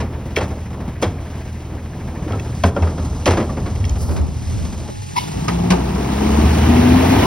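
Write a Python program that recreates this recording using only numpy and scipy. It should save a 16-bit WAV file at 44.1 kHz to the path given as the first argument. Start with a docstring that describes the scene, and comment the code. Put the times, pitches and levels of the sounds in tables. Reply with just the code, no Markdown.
"""A plastic cart bangs over the idle of a refuse truck, whose arm shakes it out over a steel hopper.
Blows are noise bursts with damped modes, booms are low modes, and house fronts return diffuse echoes.
The arm sets the cart down and folds away while wind buffets the microphone in short low throbs.
The brake clanks off; the six-cylinder engine, tones and noise in step with its firings, revs up,
its turbocharger whistling as a gliding sine."""
import sys
import numpy as np
from scipy import signal
from scipy.fft import rfft, irfft, next_fast_len
from scipy.io import wavfile
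from scipy.ndimage import map_coordinates

SR = 44100
rng = np.random.default_rng(int(sys.argv[2]) if len(sys.argv) > 2 else 0)


def bounce(signal):
    """Save signal as a 16-bit WAV file at the path given by the first command-line argument."""
    frames = np.transpose(np.atleast_2d(signal))
    limited = np.clip(frames, -1, 1)
    pcm = np.round(limited * 32767).astype(np.int16)
    wavfile.write(sys.argv[1], SR, pcm)


N = 320155
IDLE_RATE = 40  # reference speed, firings per s

# colour of loose metallic clatter: f/Hz, relative density/dB
CLATTER_COLOUR = [(1100, -38), (1500, 2), (2200, 1), (3000, -2), (4200, -8), (5000, -12), (5700, -7.5),
                  (8000, -16)]
# stereo image: t/s, share out of phase, share wide
IMAGE_SHARES = [(4.89, 0.03, 0.03), (4.91, 0.99, 0.01), (5.03, 0.86, 0.033), (5.2, 0.73, 0.22),
                (5.6, 0.22, 0.9), (6, 0.018, 0.87)]


def amp(db):
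    """Level in decibels to amplitude ratio."""
    return 10 ** (np.asarray(db) / 20)


def unit(x):
    """Normalization to a root mean square of 1."""
    return x / np.sqrt(np.mean(x ** 2) + 1e-20)


def along(points, hz):
    """Interpolation of (f/Hz, value) points on a logarithmic frequency axis."""
    f, v = np.transpose(points)
    return np.interp(np.log(hz + 1), np.log(f + 1), v)


def curves(rows):
    """Linear interpolation in time: one value per sample for each column after t/s."""
    s, *cols = np.transpose(rows)
    return [np.interp(np.arange(N) / SR, s, c) for c in cols]


def wobble(rate):
    """Slow random modulation: a smooth curve through `rate` random knots per second."""
    knots = rng.standard_normal(int(N * rate / SR) + 4)
    return map_coordinates(knots, [np.arange(N) * rate / SR])


def filtered(x, response):
    """Linear filtering: the spectrum of x times a response of frequency."""
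    m = next_fast_len(x.shape[-1] + 8192)
    return irfft(rfft(x, m) * response(np.fft.rfftfreq(m, 1 / SR)), m)[..., :x.shape[-1]]


def noise(spectrum, gate=1):
    """Coloured noise of rms 1, amplitude-modulated by the gate before filtering."""
    return unit(filtered(gate * rng.standard_normal(N), lambda hz: amp(along(spectrum, hz))))


def add(track, s, sound):
    """Superposition of a sound on the track from time s."""
    part = track[round(s * SR):][:len(sound)]
    part += sound[:len(part)]


def decay(t, t60):
    """Exponential damping: 60 dB lost in t60 seconds."""
    return amp(-60 * t / t60)


def onset(t, rise_s):
    """Exponential build-up with time constant rise_s."""
    return 1 - np.exp(-t / rise_s)


def lowpass(x, corner_hz):
    """Zero-phase second-order low-pass, halving the amplitude at the corner."""
    return filtered(x, lambda hz: 1 / (1 + (hz / corner_hz) ** 2))


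def ring(modes, t, attack, scatter_db=4.0, detune=0):
    """Modal synthesis: damped sines at random strengths, detuned at random if asked."""
    tones = 0
    for hz, db, t60 in modes:
        strength = amp(db + rng.normal(0, scatter_db) - 60 * t / t60)
        tones = tones + strength * np.sin(2 * np.pi * hz * (1 + detune * rng.normal()) * t)
    return tones * onset(t, attack)


def wind():
    """Turbulent pressure: low throbs alike at both ports, rougher noise opposite in sign."""
    # buffets: t/s, level/dB, f/Hz
    buffets = [(3.811, -11.5, 95.5), (3.859, -19, 103.5), (3.917, -11, 59.4), (4.021, -13.5, 77.4),
               (4.09, -13, 74), (4.208, -11.5, 72.4), (4.344, -20, 84.6), (4.47, -14, 77.7),
               (4.545, -16.5, 98.3), (4.622, -19.5, 68.5), (4.988, -20, 95)]
    # rough wind noise: t/s, level/dB
    gust = [(3.3, -73), (3.6, -45), (4.0, -34), (4.2, -20.5), (4.35, -37), (4.6, -26), (4.8, -37.5),
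            (5.15, -37), (5.6, -59)]
    swell_s = 0.016  # a buffet's envelope peaks after this long
    throbs, t = np.zeros(N), np.arange(SR // 5) / SR
    swell = t / swell_s * np.exp(1 - t / swell_s)
    for s, db, hz in buffets:
        throb = np.sin(2 * np.pi * hz * t + rng.uniform(0, 2 * np.pi))
        add(throbs, s - .008, amp(db) * swell * throb)
    gust_level = amp(curves(gust)[0] + 0.56 * wobble(22.3))
    rough = gust_level * noise([(40, 10), (150, 13), (400, -5.5), (900, -13.0), (2000, -69)])
    return np.array([throbs + rough, throbs - rough])


def houses(x):
    """Diffuse reverberation: a delayed noise tail in which each frequency decays at its own rate."""
    # reverberation time of the street: f/Hz, t60/s
    street_t60 = [(200, 0.56), (2000, 0.18), (10000, 0.38)]
    hz, t, z = signal.stft(rng.standard_normal(SR // 2), SR, nperseg=256)
    tail = signal.istft(z * decay(t, along(street_t60, hz)[:, None]), SR, nperseg=256)[1]
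    delayed = np.pad(x, (1500, 0))  # samples
    return signal.fftconvolve(delayed, tail / np.linalg.norm(tail))[:N]


def firing_tones(rate, low_end_db, count):
    """Harmonics of the firing rate: pipe resonance shapes the 1st and 3rd, the 2nd fades with speed."""
    # exhaust pipe, for the 1st and 3rd multiple where they fall: f/Hz, level/dB before low-end strength
    pipe = [(40, -39.5), (53, -48), (60, -24.5), (66, -29), (75, -14.5), (84, -19.5), (88, -21), (92, -39),
            (120, -34.5), (158, -34.5), (170, -21), (198, -27), (212, -17.5), (223, -18.5), (232, -31.5),
            (240, -18.5), (252, -14), (263, -20), (272, -26)]
    # half-multiples from uneven cylinders: multiple of firing rate, level/dB re rms of the 1st
    between = [(3 / 2, -12.5), (5 / 2, -8.5)]
    first_db = along(pipe, rate) + low_end_db
    second_db = -29.5 - 9 * np.log2(rate / IDLE_RATE) + low_end_db  # 9 dB lost as the speed doubles
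    third_db = along(pipe, 3 * rate) + low_end_db
    tones = 0
    for multiple, db in enumerate([first_db, second_db, third_db], 1):
        level = np.sqrt(2) * amp(db + 1.05 * wobble(11))
        tones = tones + level * np.sin(2 * np.pi * multiple * count + 0.31 * wobble(8.6))
    for multiple, db in between:
        tones += amp(first_db + db + 2.0 * wobble(9)) * np.sin(2 * np.pi * multiple * count)
    return tones


def crank_knock(rate, clatter_db, count):
    """Impact noise: one burst per crank turn, sinking under the clatter as the speed starts to rise."""
    # colour of the knock: f/Hz, relative density/dB
    knock_colour = [(700, -36), (1200, 7), (1600, 22), (2500, 14.5), (3500, -22), (5000, -24)]
    turn = count / 3  # three firings per crank turn
    phase = turn % 1
    strength = amp(rng.normal(0, 1.8, 400)[turn.astype(int)])
    beat = strength * np.exp(-4 * phase) * onset(phase, 1 / 12)
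    under_clatter_db = 2.5 + np.clip(rate - 41, 0, 12)
    return amp(clatter_db - under_clatter_db) * noise(knock_colour, beat)


def firing_noise(rate, low_end_db, count):
    """Amplitude-modulated noise: four bands puff at every firing with its cylinder's strength."""
    # strength of each firing in the cycle: level/dB
    cylinders = [-5, -6.5, -6, -4, -8, -4]
    # colours of exhaust rumble, engine block and hiss: f/Hz, relative density/dB
    rumble_colour = [(20, -30), (38, -13.5), (58, 4), (85, 0), (130, 1), (200, -3), (300, -14), (450, -54)]
    block_colour = [(150, -27), (220, 1), (300, 0.5), (450, -5), (700, -8), (1000, -11), (1400, -18),
                    (2000, -73)]
    hiss_colour = [(4500, 10.5), (6000, 13.5), (8500, 11.5), (11000, -2.5), (15000, -5), (17000, -36)]
    # hiss: t/s, level/dB
    hiss_level = [(0, -55), (0.7, -53.5), (1.7, -51.5), (2.9, -39.5), (4.9, -36.5), (5.6, -34), (6.7, -32),
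                  (7.26, -31.5)]
    # treble dips briefly, then stays a little lower: t/s, gain/dB
    lull = [(2.69, 0), (2.715, -18), (2.755, -7), (2.765, -4)]
    octaves = np.log2(rate / IDLE_RATE)
    uneven = np.clip(1 - 0.74 * octaves, 0, 1)  # the firings even out with speed
    firing = count.astype(int)
    strength_db = np.array(cylinders)[firing % len(cylinders)]
    strength_db = strength_db + 3.46 * uneven * rng.standard_normal(1000)[firing]

    def level(idle_db, rise_db, share):
        """Level law: rise_db per doubling of speed plus a share of the low-end strength in dB."""
        return idle_db + rise_db * octaves + share * low_end_db

    def puff(floor, fall):
        """Pulse envelope: decays by exp(-fall) over each firing above a steady floor."""
        return floor + amp(strength_db) * np.exp(-fall * (count % 1))

    rumble_db = level(idle_db=-28.5, rise_db=7.9, share=2.12)
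    block_db = level(idle_db=-34.5, rise_db=16.17, share=0.86)
    clatter_db = level(idle_db=-48.5, rise_db=23.6, share=0.3)
    rumble = amp(rumble_db + wobble(9)) * noise(rumble_colour, puff(floor=.7, fall=1.5))
    block = amp(block_db + 2.07 * uneven * wobble(11)) * noise(block_colour, puff(floor=0.98, fall=0.28))
    clatter_level = amp(clatter_db + 0.35 * uneven * wobble(5.7))
    clatter = clatter_level * noise(CLATTER_COLOUR, puff(floor=1.0, fall=0.13))
    clatter += crank_knock(rate, clatter_db, count)
    hiss_gain = amp(curves(hiss_level)[0] + 1.64 * wobble(3.09))
    hiss = hiss_gain * noise(hiss_colour, puff(floor=0.76, fall=1.2))
    return rumble + block + amp(curves(lull)[0]) * (clatter + hiss)


def turbocharger():
    """Frequency modulation: a whistle glides upward, its pitch and level fluctuating."""
    # whistle before fluctuation: t/s, f/Hz, level/dB
    whistle = [(6.25, 8800, -75), (6.45, 9500, -52), (6.8, 10920, -48), (7, 11550, -46), (7.26, 12200, -45)]
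    hz, db = curves(whistle)
    level = amp(db + 2.5 * wobble(25))
    return level * np.sin(2 * np.pi * np.cumsum(hz + 35 * wobble(100)) / SR)


def pump():
    """Frequency modulation: an unsteady whine swells as the arm folds home."""
    # whine before fluctuation: t/s, f/Hz, level/dB
    whine = [(4.68, 780, -62), (4.82, 855, -45), (5.02, 825, -44), (5.12, 830, -62)]
    hz, db = curves(whine)
    level = amp(db + 2 * wobble(25.08))
    return level * np.sin(2 * np.pi * np.cumsum(hz + 10 * wobble(25)) / SR)


def engine():
    """Periodic excitation: tones and noise share one firing count, the integral of the firing rate."""
    # engine speed: t/s, firing rate/Hz
    speed = [(0, 40.15), (2.4, 40.1), (3.6, 39.8), (4.2, 38.5), (4.75, 39.6), (5.05, 43), (5.32, 52.9),
             (5.48, 55.9), (5.85, 61.5), (6.08, 66.5), (6.25, 71.4), (6.44, 74.8), (6.95, 84.2),
             (7.26, 90.5)]
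    # low-end strength of the truck's sound: t/s, level/dB
    low_end = [(0, 3.5), (0.12, 0), (0.55, -0.5), (0.9, -1), (1.7, -1.5), (2.45, 0.5), (3.15, 1.5),
               (3.5, 2), (3.8, 2.5), (4.1, 1.5), (4.75, 0), (4.9, -4.5), (5.07, -5.5), (5.3, -0.5),
               (5.6, 1.5), (6.08, -1), (6.44, 1), (6.95, 1), (7.26, 1.5)]
    (rate,), (low_end_db,) = curves(speed), curves(low_end)
    count = .75 + np.cumsum(rate) / SR  # firings so far
    tones = firing_tones(rate, low_end_db, count)
    return tones + firing_noise(rate, low_end_db, count) + turbocharger() + pump()


def brake():
    """Forced resonance: chatter drives steel modes, which damp as the parts seat with a loose rattle."""
    # modes of the steel parts: f/Hz, level/dB, t60/s
    brake_modes = [(970, -0.5, 0.049), (2080, -6, 0.035), (2187, -10, 0.18), (2800, -10, 0.025),
                   (4220, -16, 0.025), (5270, -7, 0.038)]
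    # clanks: t/s, relative level/dB, chatter/s
    clanks = [(5.158, -12, 0.0305), (5.481, -19, 0.01)]
    out, t = np.zeros(N), np.arange(SR // 3) / SR
    for s, db, chatter in clanks:
        shakes = rng.standard_normal(len(t)) + 0.2 * np.sin(2 * np.pi * brake_modes[0][0] * t)
        shakes = shakes * (t < chatter) * np.minimum(t / 0.0035, 1)
        struck = ring(brake_modes, t, attack=0.00034, scatter_db=1.0)
        squeak = signal.fftconvolve(shakes, struck)[:len(t)]
        squeak *= amp(-9 * np.clip((t - chatter) / 0.003, 0, 1))  # the seated parts damp each other
        # the clatter colour moved up in frequency by 1.7
        loose = filtered(rng.standard_normal(len(t)), lambda hz: amp(along(CLATTER_COLOUR, hz / 1.7)))
        fade = amp(-60 * np.clip(t - chatter, 0, 1) / 0.41 - 2.5 * (t > chatter))
        rattle = fade * unit(loose) * np.minimum(t / 0.008, 1)
        add(out, s, amp(db) * (squeak / np.abs(squeak).max() * 2.1 + .16 * rattle))
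    return out


def cart_blows():
    """Impact: a noise crack, a slower thud and cart modes; weaker blows start more slowly."""
    # blows of cart, lid and arm: t/s, relative level/dB, brightness/(dB per octave, roughly),
    # gain of higher cart modes/(dB per octave)
    blows = [(0.005, -14.5, -1.5, -2), (0.128, -26, -3.5, 4), (0.371, -11.5, -0.5, 3),
             (0.411, -13, -2.5, -11), (0.43, -24, 2, -6), (1.019, -26, 7, -6), (1.027, -8, -1.5, -6),
             (2.281, -19, -5.5, 5), (2.306, -18.5, -7, 3), (2.334, -17, -7.5, 7), (2.64, -6, -3.5, 4),
             (2.657, -26, 6.5, 9), (2.68, -23, -10, 2), (2.767, -11.5, -8, 6.5), (2.827, -14.5, -4.5, 8),
             (2.873, -19, -2.5, 6), (2.982, -20.5, -3.5, 0), (3.264, -8, 1, 0), (3.278, -6.5, -2, -4),
             (3.309, -12, 1, 1), (3.335, -14.5, -3, -7), (3.374, -10.5, -2.5, 3), (3.403, -11.5, -4.5, -2),
             (3.495, -22, -6, 8), (3.572, -16.5, -5, 0), (3.662, -19, -2, 4), (4.091, -22, -5, -6),
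             (4.165, -23.5, 3, -4), (4.887, -21, -11, 1), (5.484, -11.5, -0.5, 11), (5.707, -7.5, 1.5, 0),
             (5.73, -10, -8, -2), (5.957, -15, -36, -5)]
    # colour of a blow before brightness: f/Hz, relative density/dB
    bang_colour = [(200, 3), (300, 0), (450, 0), (700, -4), (1000, -6), (1400, -10.5), (2200, -14.5),
                   (3000, -19.5), (4200, -23), (5800, -22.5), (8000, -26), (11000, -38.5), (15000, -48)]
    # cart modes before tilt and the common damping: f/Hz, level/dB, t60/s
    cart_modes = [(344.5, 4.5, 0.18), (532.4, 3.5, 0.17), (691, 3.5, 0.073), (813, -20, 0.037),
                  (1252, -1.5, 0.081)]
    out, t = np.zeros(N), np.arange(SR // 3) / SR
    for s, db, bright_db, tilt_db in blows:
        def colour(hz):
            """Spectral tilt of the bang, cut below 180 Hz."""
            return amp(along(bang_colour, hz) + bright_db * np.log2(hz / 1000 + 0.89)) * (hz > 180)

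        soft = amp(-0.45 * db)  # attack lengthens as the level falls
        burst = unit(filtered(rng.standard_normal(len(t)), colour))
        low = lowpass(burst, 1200)
        crack = (burst - low) * decay(t, t60=0.13) * onset(t, 0.0011 * soft)
        thud = low * onset(t, 0.014) * decay(t, t60=0.17)
        struck = [(hz, level + tilt_db * np.log2(hz / 500), t60) for hz, level, t60 in cart_modes]
        modes = ring(struck, t, attack=0.0042 * soft, detune=0.08) * decay(t, t60=0.14)
        add(out, s - .004, amp(db) * (crack + 1.02 * thud + 0.4 * modes))
    return out


def joint_ticks():
    """Impact of stiff bodies: short steel modes with a click of low-passed noise."""
    # ticks in the arm's joints: t/s, relative level/dB, brightness/dB (per octave for the modes)
    ticks = [(0.362, -20, 4), (0.366, -2, -6.5), (0.377, -9, -9), (0.387, -14, -7), (1.0301, -19, 7),
             (1.041, -24, 6), (2.323, -24, -1), (2.398, -22, -1), (2.638, -14.5, 4), (2.766, -31, 3.5),
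             (2.823, -31, 9), (3.2588, -12.5, 6.5), (3.278, -8, -5), (3.3014, -16, -5.5), (3.4286, -27, 1),
             (3.7609, -24, -14), (3.843, -18, -8), (3.853, -29, 10), (3.896, -37, 18), (5.483, -28, 13)]
    # steel modes before brightness: f/Hz, level/dB, t60/s
    steel_modes = [(2250, -3, .02), (1900, -8, .02), (2700, -3, .022), (3260, -2, .022), (4250, -9, .015),
                   (5250, -5, .016), (5900, -8, .014), (6500, -9, .014)]
    out, t = np.zeros(N), np.arange(SR // 3) / SR
    for s, db, bright_db in ticks:
        struck = [(hz, level + bright_db * np.log2(hz / 2250), t60) for hz, level, t60 in steel_modes]
        click = amp(bright_db - 60 * t / 0.023) * lowpass(rng.standard_normal(len(t)), 8000)
        click = click * onset(t, 0.0038)
        modes = ring(struck, t, attack=0.0017, scatter_db=2.4, detune=0.02)
        add(out, s - .002, amp(db) * (modes + 0.84 * click))
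    return out


def hopper_booms():
    """Low resonance: a damped mode with a weaker, shorter overtone."""
    # booms: t/s, relative level/dB, f/Hz, t60/s
    booms = [(0.431, -3.5, 82, 0.14), (1.063, -9, 94.5, 0.24), (2.312, -13, 101.2, 0.44),
             (2.645, -0.5, 87.6, 0.2), (2.816, -6.5, 83, 0.43), (2.999, -9.5, 79, 0.41),
             (3.286, -0.5, 89, 0.22), (5.705, 2.5, 181.2, 0.17)]
    out, t = np.zeros(N), np.arange(SR // 3) / SR
    for s, db, hz, t60 in booms:
        modes = [(hz, 0, t60), (2.5 * hz, -12, t60 / 2)]
        add(out, s - .006, amp(db) * ring(modes, t, attack=0.015, scatter_db=1.2))
    return out


def pitched_knocks():
    """Damped resonance: two modes give the pitched part of some blows and one high steel tick."""
    # pitched parts: t/s, relative level/dB, f/Hz, t60/s
    knocks = [(0.374, -8, 418, 0.059), (0.389, -16, 527, 0.054), (1.033, -7, 343, 0.091),
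              (1.035, -20, 530, 0.062), (2.268, -14.5, 302, 0.042), (2.638, -14.5, 1820, 0.027),
              (2.64, 4, 710, 0.02), (2.776, -20, 490, .04), (3.266, -5, 563, 0.054),
              (3.281, -2, 503, 0.032), (3.384, -8.5, 300, 0.044)]
    out, t = np.zeros(N), np.arange(SR // 3) / SR
    for s, db, hz, t60 in knocks:
        modes = [(hz, 0, t60), (1.43 * hz, -5, t60)]
        add(out, s - .002, amp(db) * ring(modes, t, attack=0.002, scatter_db=3.5))
    return out


def air_valve():
    """Jet noise: a valve bleeds air as a short, fluctuating hiss."""
    # bleed: t/s, level/dB
    bleed = [(3.96, -75), (3.985, -38), (4.03, -38.5), (4.17, -47), (4.22, -75)]
    air = noise([(3000, -25), (4600, 0), (6500, 0), (10500, -4), (14000, -12)])
    return amp(curves(bleed)[0] + 1.7 * wobble(40)) * air


def arm():
    """Superposition of the blows, ticks, booms, pitched knocks and air of the arm at work."""
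    return cart_blows() + joint_ticks() + hopper_booms() + pitched_knocks() + air_valve()


def scene():
    """Partial coherence: both ports share truck, arm and street, plus a part opposite in sign."""
    # unlike part of left and right: f/Hz, level/dB in the narrow image, level/dB in the wide image
    unlike = [(60, -51, -53), (150, -56, -45), (312, -20.5, -51), (564, -24, -13.5), (730, -14, 1.5),
              (1760, -26, -9), (2620, -1.5, -0.5), (5000, -21, 1), (6000, -48, -38), (15000, -42, -33)]
    blows = arm() + brake()
    truck = engine() + blows + amp(-15.0) * houses(blows)
    z = signal.stft(truck, nperseg=256)[2]
    random_phase = np.exp(2j * np.pi * rng.random(z.shape))
    scattered = signal.istft(z * random_phase, nperseg=256)[1][:N]  # same colour, other phases
    unlike_hz, *unlike_db = np.transpose(unlike)
    narrow, wide = [filtered(scattered, lambda hz: amp(along(np.c_[unlike_hz, db], hz)))
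                    for db in unlike_db]
    widening = np.clip(curves(IMAGE_SHARES)[1], 0, 1)
    apart = (1 - widening) * narrow + widening * wide
    return np.array([truck + apart, truck - apart]) + wind()


def record(dry):
    """Interchannel phase: the sides turn against each other, then soft limiting and a band limit."""
    # phase by which left leads: f/Hz, narrow/rad, out of phase in the low middle/rad, wide/rad
    phase_leads = [(100, 0, 0, 0), (180, 0, .6, .1), (270, -.05, 3, .2), (440, -.05, 3.1, 1.1),
                   (555, .05, 3.1, 3.1), (650, 0, 3.1, 1.7), (780, -.05, 3.1, 1.3), (860, -.05, 1.2, .7),
                   (950, -.1, 3, 0), (1050, -.15, 2.5, -.6), (1300, -.05, 2.6, -.1), (1600, 0, 2, .3),
                   (2000, 0, 0, 0), (2700, .6, -.2, -1), (3100, .5, 1.4, 2.2), (4400, .7, .9, 1),
                   (5000, .1, .1, .1)]
    # level of left over right in the wide image: f/Hz, level/dB
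    left_over_right = [(160, 0), (260, 4), (420, 2.5), (600, -4), (930, 6), (1300, -1.5), (1800, 3),
                       (3000, -4), (5500, 0)]
    treble_lag_s, band_limit_hz = 0.00016, 15900
    lead_hz, *leads = np.transpose(phase_leads)

    def treble(hz):
        """Phase of a right-side lag above 5 kHz, with a ripple on the ramp."""
        ramp = 2 * np.pi * treble_lag_s * np.clip(hz - 4400, 0, None) * (hz > 5000)
        return ramp - 0.32 * np.sin(2 * ramp)

    def turned(lead):
        """All-pass filtering: half the lead on each side, opposite in sign."""
        def response(hz):
            """Unit-magnitude response of the two sides."""
            phase = along(np.c_[lead_hz, lead], hz) + treble(hz)
            return np.exp(.5j * np.outer([1, -1], phase))
        return filtered(dry, response)

    narrow, opposed, wide = map(turned, leads)
    wide = filtered(wide, lambda hz: amp(np.outer([.5, -.5], along(left_over_right, hz))))
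    opposed_share, wide_share = np.clip(curves(IMAGE_SHARES), 0, 1)
    x = (1 - opposed_share - wide_share) * narrow + opposed_share * opposed + wide_share * wide
    x = x / (1 + np.abs(x / .97) ** 8) ** (1 / 8)  # soft limit
    return filtered(x, lambda hz: hz < band_limit_hz)


dry = scene()
out = record(dry)
bounce(out)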